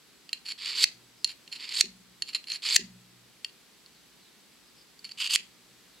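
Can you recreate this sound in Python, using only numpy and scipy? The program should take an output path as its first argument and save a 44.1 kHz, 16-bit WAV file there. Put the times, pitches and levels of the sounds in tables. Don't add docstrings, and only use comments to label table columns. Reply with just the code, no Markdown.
import sys
import numpy as np
from scipy import signal
from scipy.fft import rfft, irfft
from scipy.io import wavfile

SR = 44100
rng = np.random.default_rng(int(sys.argv[2]) if len(sys.argv) > 2 else 0)


def digitize_waveform(pressure):
    field = np.atleast_2d(pressure).T
    bounded = np.clip(field, -1, 1)
    quanta = np.round(bounded * 32767).astype(np.int16)
    wavfile.write(sys.argv[1], SR, quanta)


N = 264600
TIME = np.arange(N) / SR

# f/Hz, level/dB
AIR_SPECTRUM = [(20, -42), (38, -13), (54, -4.5), (85, -15), (125, -4.5), (210, 0), (400, -3), (600, -10),
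                (1000, -9), (2500, -8), (4600, -7), (5600, -11.5), (13000, -18), (16000, -25.5)]
# f/Hz, t60/s, level/dB
BLADE_MODES = [(1905, 0.024, -19.5), (2410, 0.0026, -40), (2810, 0.014, -4), (3125, 0.011, -3),
               (4385, 0.017, 7), (4522, 0.022, -3), (5450, 0.017, -15), (7110, 0.015, -7),
               (7140, 0.019, -28), (9890, .014, -8.5), (12100, 0.014, -24)]
# t/s, ring peak/dB, main ring/Hz, low-mode boost/dB
JAW_CLICKS = [(0.292, -31, 4450, 14), (0.3303, -13.5, 4096, 5.5), (0.5118, -27, 4470, 12),
              (0.6596, -22, 4540, 12), (1.2449, -6.5, 4230, -1.5), (1.477, -33.5, 4250, 12),
              (1.5268, -22.5, 4310, 9.5), (1.6913, -25.5, 4100, -1), (2.2219, -13.5, 4350, 4),
              (2.3476, -14.5, 4100, 7.5), (2.441, -35.5, 4000, 12), (2.5009, -22.5, 4130, 5),
              (2.5187, -16, 4170, 6), (3.4461, -16.5, 4390, 9), (3.8613, -40.5, 4300, 0),
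              (4.9918, -39.5, 4570, -9), (5.0921, -32, 4260, 11), (5.2039, -23, 4550, 15),
              (5.2733, -20.5, 4550, 9), (5.3088, -18, 4490, 6)]
# f/Hz, level/dB
CRACK_SPECTRUM = [(60, -62), (250, -31.5), (650, -32), (1200, -29.5), (1850, -11.5), (2600, -8.5),
                  (3700, -10.5), (4600, 2), (5800, -9), (6800, -6.5), (9000, -15.5), (10400, -15),
                  (12500, -30.5), (16000, -26)]
# t/s, length/s, level halfway/dB, swell from start to end/dB, main ring/Hz
HEEL_RUBS = [(0.33, .045, -56, -11, 4200), (0.451, .07, -41.5, 9.5, 4360), (1.271, .052, -45, 3, 4200),
             (1.517, 0.055, -43.5, 3, 4220), (2.276, 0.023, -41.5, 2, 4240), (2.33, 0.0058, -41, -4, 4240),
             (2.349, 0.014, -32.5, -5.5, 4100), (2.471, 0.091, -40, 3.5, 4240),
             (5.043, 0.034, -46.5, -15, 4370), (5.106, 0.014, -48, 8, 4440)]
# f/Hz, level/dB
RASP_SPECTRUM = [(200, -47.5), (400, -18), (620, -40.5), (1000, -17.5), (1550, -16.5), (2300, -4.5),
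                 (3200, -5.5), (3800, -9), (4560, 1.5), (5800, -24), (7300, -11), (9200, -20),
                 (10000, -19.5), (16000, -39.5)]
# f/Hz, level/dB
TILTED_SPECTRUM = [(200, -59), (620, -41), (1000, -15.5), (1900, -11.5), (2900, 7.5), (3850, -10.5),
                   (4680, 0), (5600, -20), (6600, -6.5), (8400, -4), (9300, -10), (10200, -10),
                   (12500, -17), (16000, -25)]
# t/s, bite time/s, t at the blade's curve/s, straight-edge level/dB,
# dip at the curve/dB, tip level/dB, speed-up exponent, coarse grinding/dB, bright hiss/dB
EDGE_PULLS = [(.579, 0.081, .742, -34.5, 7, -20, 1.6, -5, -13),
              (1.586, 0.018, 1.668, -42, 3, -24, 1.74, -3.5, -13),
              (2.621, 0.043, 2.702, -29, 2, -20.5, 1.6, -5.5, -10),
              (5.175, 0.035, 5.287, -35, 16, -24, 1.35, 1.5, -9)]
# t/s, starting f/Hz, rise/octaves, level/dB
BLADE_ZIPS = [(.756, 5300, 0.5, -39.5), (1.735, 5960, 0.77, -37.5), (1.76, 4000, 0.34, -33),
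              (2.518, 5830, 0.23, -43), (2.684, 5360, .68, -34.5), (2.709, 3110, 0.91, -29)]
# t/s, level/dB, length/s, ring/Hz, holder/dB
TIP_SNAPS = [(0.84, -20, 0.0022, 4840, -25), (1.809, -20, 0.0026, 4380, -18),
             (2.7616, -19.5, 0.0035, 4534, -15), (5.3588, -25.5, 0.00057, 2980, -25)]
# thud/dB, upper hum/dB, lower hum/dB
KNOCK_LEVELS = [(-63, -71, -60), (-45.5, -53, -63), (-41, -47.5, -52.5), (-59.5, -62.5, -64.5)]
# f/Hz, t60/s, level/dB
THUD_MODES = [(388, 0.062, 9.5), (357, 0.11, 0), (235, 0.35, -3.5), (199.5, 0.57, -5), (48.7, 1, -21)]
# t/s, starting f/Hz, level/dB
BIRD_CALLS = [(1.17, 5270, -60.5), (3.91, 4750, -64), (4.21, 4230, -62), (4.63, 5400, -65),
              (4.75, 5300, -59.5), (5.91, 4220, -62)]
# f/Hz, left minus right/dB
PORT_BALANCE = [(2000, -0.5), (2800, -0.5), (3400, -5.5), (4200, -2.5), (5500, -3.5), (6300, 5), (7100, 4),
                (8100, -1.5), (9000, 4.5), (9900, -9.5), (11500, -6), (15000, -2)]
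# f/Hz, level/dB
PORT_SPREAD = [(1500, -40), (4500, -29), (5900, -7), (8000, -11), (10200, -3.5), (13000, -3.5)]
# f/Hz, lead/rad
PORT_LEAD = [(0, 0), (5000, 0), (5900, .7), (7500, -.45), (8800, -.4), (9500, -1.8), (10700, -1.2),
             (12200, .6), (14000, 2.4), (16000, 2.4)]


def amp(db):
    return 10 ** (np.asarray(db) / 20)


def unit(x):
    return x / np.sqrt(np.mean(x ** 2))


def colour(x, points, size=4096):
    hz, db = np.transpose(points)
    grid = np.maximum(np.fft.rfftfreq(size, 1 / SR), 1)
    cepstrum = irfft(np.log(amp(np.interp(np.log(grid), np.log(hz), db))))
    cepstrum[1:size // 2] *= 2
    cepstrum[size // 2 + 1:] = 0
    return signal.fftconvolve(x, irfft(np.exp(rfft(cepstrum))))[:len(x)]


def band(x, lo_hz, hi_hz, order=3):
    return signal.sosfilt(signal.butter(order, [lo_hz, hi_hz], "band", fs=SR, output="sos"), x)


def walk(rate_hz):
    steps = np.arange(0, N / SR + 1, 1 / rate_hz)
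    return np.interp(TIME, steps, rng.standard_normal(len(steps)))


def ramp(start_s, length_s):
    return np.clip((TIME - start_s) / length_s, 0, 1)


def fade(t, t60):
    return np.exp(-np.log(1000) * t / t60)


def ring(modes, length_s):
    t = TIME[:int(length_s * SR)]
    return sum(amp(db) * fade(t, t60) * np.sin(2 * np.pi * hz * t) for hz, t60, db in modes)


def add(out, s, x):
    i = int(s * SR)
    out[i:i + len(x)] += x[:N - i]


def glides(rows, length_s, blur_hz, steady=0):
    out, n = np.zeros(N), int(length_s * SR)
    blur = (steady + walk(blur_hz) + 1j * walk(blur_hz)) / np.hypot(1, steady)
    for s, start_hz, octaves, db in rows:
        phase = 2 * np.pi * np.cumsum(start_hz * 2 ** np.linspace(0, octaves, n)) / SR
        whistle = np.real(np.roll(blur, -int(s * SR))[:n] * np.exp(1j * phase))
        add(out, s, amp(db) * np.sqrt(np.hanning(n)) * whistle)
    return out


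def air(hush_db=-60, whine_db=-72, whine_hz=7812):
    mid = unit(colour(rng.standard_normal(N), AIR_SPECTRUM)) * amp(.5 * walk(3.4))
    side = unit(colour(rng.standard_normal(N), AIR_SPECTRUM))
    side = colour(side, [(60, -10.5), (280, -2.5), (900, -9), (3000, -5), (7000, -2.0), (15000, -1.5)])
    whine = amp(whine_db) * walk(200) * np.sin(2 * np.pi * whine_hz * TIME)
    return amp(hush_db) * np.array([mid + side, mid - side]) + whine


def gripped_modes(ring_hz, centre_hz=4330, width_hz=180):
    return [(hz + (ring_hz - centre_hz) * np.exp(-((hz - centre_hz) / width_hz) ** 2), t60, db)
            for hz, t60, db in BLADE_MODES]


def struck_blade(modes, t, free_db=-45, free_t60=0.102):
    return sum(amp(db) * (fade(t, t60) + amp(free_db) * fade(t, free_t60)) * np.sin(2 * np.pi * hz * t)
               for hz, t60, db in modes)


def jaw_clicks(crack_db=-9, crack_t60=0.012, rise_s=0.00063, low_below_hz=3700):
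    out, t = np.zeros(N), TIME[:int(.2 * SR)]
    for s, peak_db, ring_hz, low_db in JAW_CLICKS:
        modes = [(hz, t60, db + (hz < low_below_hz) * low_db) for hz, t60, db in gripped_modes(ring_hz)]
        steel = unit(struck_blade(modes, t) * (1 - np.exp(-t / rise_s)))
        crack = unit(colour(rng.choice([-1, 1], len(t)) * fade(t, crack_t60), CRACK_SPECTRUM))
        add(out, s, amp(peak_db) * (steel + amp(crack_db) * crack) / np.abs(steel).max())
    return out


def grit(slips_per_s, scatter_db, chatter_hz, chatter_db, nicks_per_s=70, nick_db=14):
    slips = (rng.random(N) < slips_per_s / SR) * rng.choice([-1, 1], N)
    sizes = amp(scatter_db * np.clip(rng.standard_normal(N), -2, 2))
    catches = amp(nick_db) * (rng.random(N) < nicks_per_s / SR)
    chatter = amp(chatter_db * np.clip(walk(chatter_hz), -2, 2))
    return slips * sizes * chatter + catches


def heel_rubs(tilt_db_per_octave=-1, pivot_hz=4330, rasp_db=-7, attack_s=.005, release_t60=0.052):
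    slips = grit(slips_per_s=4500, scatter_db=3.0, chatter_hz=254.4, chatter_db=3.5)
    rasp, out = unit(colour(slips, RASP_SPECTRUM)), 0
    for s, length, level_db, swell_db, ring_hz in HEEL_RUBS:
        modes = [(hz, t60 * 1.2, db + tilt_db_per_octave * np.log2(hz / pivot_hz))
                 for hz, t60, db in gripped_modes(ring_hz)]
        ringing = signal.oaconvolve(slips, ring(modes, .05))[:N]
        steel = unit(band(ringing, 2300, 14800, order=2))
        contact = ramp(s - attack_s / 2, attack_s) * fade(np.maximum(TIME - s - length, 0), release_t60)
        gain = amp(level_db + swell_db * (ramp(s, length) - .5))
        out += contact * gain * (steel + amp(rasp_db) * rasp)
    return out


def edge_pulls(core_db=2, contact_s=0.0017, bite_db=12.5, dip_s=0.012, brighten_db=8.5, tilted_s=4.5):
    slips = grit(slips_per_s=8000, scatter_db=3.5, chatter_hz=299.6, chatter_db=2.5)
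    bands_hz = [(280, 3700), (3700, 5500), (5500, 17000)]
    upright, tilted = ([unit(band(colour(slips, spectrum), lo, hi)) for lo, hi in bands_hz]
                       for spectrum in (RASP_SPECTRUM, TILTED_SPECTRUM))
    out = 0
    for pull, (end_s, *_) in zip(EDGE_PULLS, TIP_SNAPS):
        s, bite_s, curve_s, edge_db, dip_db, tip_db, power, coarse_db, hiss_db = pull
        coarse, core, hiss = tilted if s > tilted_s else upright
        speed = ramp(curve_s, end_s - curve_s) ** power
        slack_db = bite_db * (1 - ramp(s, bite_s)) + dip_db * np.exp(-((TIME - curve_s) / dip_s) ** 2)
        contact = ramp(s - contact_s / 2, contact_s) - ramp(end_s, contact_s)
        shift_db = brighten_db * speed
        rasp = amp(core_db) * core + amp(coarse_db - shift_db) * coarse + amp(hiss_db + shift_db) * hiss
        out += contact * amp(edge_db + (tip_db - edge_db) * speed - slack_db) * rasp
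    return out


def blade_zips():
    return glides(BLADE_ZIPS, length_s=.028, blur_hz=419, steady=1.5)


def tip_snaps(tip_db=-5, tip_t60=0.0035, tear_t60=0.0091, holder_hz=1880, holder_t60=0.0081):
    out, t = np.zeros(N), TIME[:int(.03 * SR)]
    for s, db, length, tip_hz, holder_db in TIP_SNAPS:
        tear = rng.choice([-1, 1], len(t)) * fade(np.maximum(t - length, 0), tear_t60)
        crack = unit(colour(tear, CRACK_SPECTRUM))
        swell = np.sin(np.pi / 2 * np.minimum(t / length, 1)) ** 3
        tip = unit(swell * fade(t, tip_t60) * np.sin(2 * np.pi * tip_hz * t))
        holder = unit(swell * fade(t, holder_t60) * np.sin(2 * np.pi * holder_hz * t))
        add(out, s, amp(db) * unit(crack + amp(tip_db) * tip + amp(holder_db) * holder))
    return out


def low_knocks(lag_s=0.029, upper_hz=182.7, lower_hz=121.5, waver_db=2, waver_hz=24.97):
    out = np.zeros(N)
    for (s, *_), (thud_db, upper_db, lower_db) in zip(TIP_SNAPS, KNOCK_LEVELS):
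        thud = ring([(hz, t60, db + thud_db) for hz, t60, db in THUD_MODES], length_s=2)
        upper = ring([(upper_hz, 1.2, upper_db)], length_s=1.8)
        lower = ring([(lower_hz, 1.8, lower_db)], length_s=2)
        for sound, rise_s in (thud, 0.0069), (upper, 0.014), (lower, 0.1):
            add(out, s + lag_s, sound * (1 - np.exp(-TIME[:len(sound)] / rise_s)))
    return out * amp(waver_db * walk(waver_hz))


def far_bird(octaves=-0.22):
    return glides([(s, hz, octaves, db) for s, hz, db in BIRD_CALLS], length_s=0.1, blur_hz=795)


def microphone_ports(x, flutter_hz=700):
    side = colour(x * walk(flutter_hz), PORT_SPREAD)
    hz = np.fft.rfftfreq(N, 1 / SR)
    balance_db, lead = (np.interp(hz, *np.transpose(points)) for points in (PORT_BALANCE, PORT_LEAD))
    leftward = amp(balance_db / 2) * np.exp(.5j * lead)
    return irfft([rfft(x + side) * leftward, rfft(x - side) / leftward], N)


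def garden_echoes(x, delay_s=0.0046, t60=0.24, wall_s=0.046, wall_width_s=0.0032, echoes_per_s=3500):
    t = TIME[:SR // 2]
    wall = 0.69 * np.exp(-((t - wall_s) / wall_width_s) ** 2)
    envelope = (t > delay_s) * fade(t, t60) * (1 + wall)
    reflected = colour(x, [(200, -6.0), (1100, -2.5), (2200, 6.5), (4500, 2.5),
                           (6800, 3), (8500, -4.5), (11000, 0.0), (16000, -10)])
    tails = rng.standard_normal((2, len(t))) * (rng.random((2, len(t))) < echoes_per_s / SR) * envelope
    return np.array([signal.fftconvolve(reflected, tail / np.linalg.norm(tail))[:N] for tail in tails])


def scene():
    near = heel_rubs() + edge_pulls() + blade_zips() + jaw_clicks() + tip_snaps() + low_knocks()
    return microphone_ports(near) + amp(-17.5) * garden_echoes(near) + far_bird() + air()


def record(dry):
    low_pass = signal.ellip(10, .2, 70, 15850, fs=SR, output="sos")
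    return signal.sosfilt(low_pass, np.clip(dry, -1, 1))


dry = scene()
out = record(dry)
digitize_waveform(out)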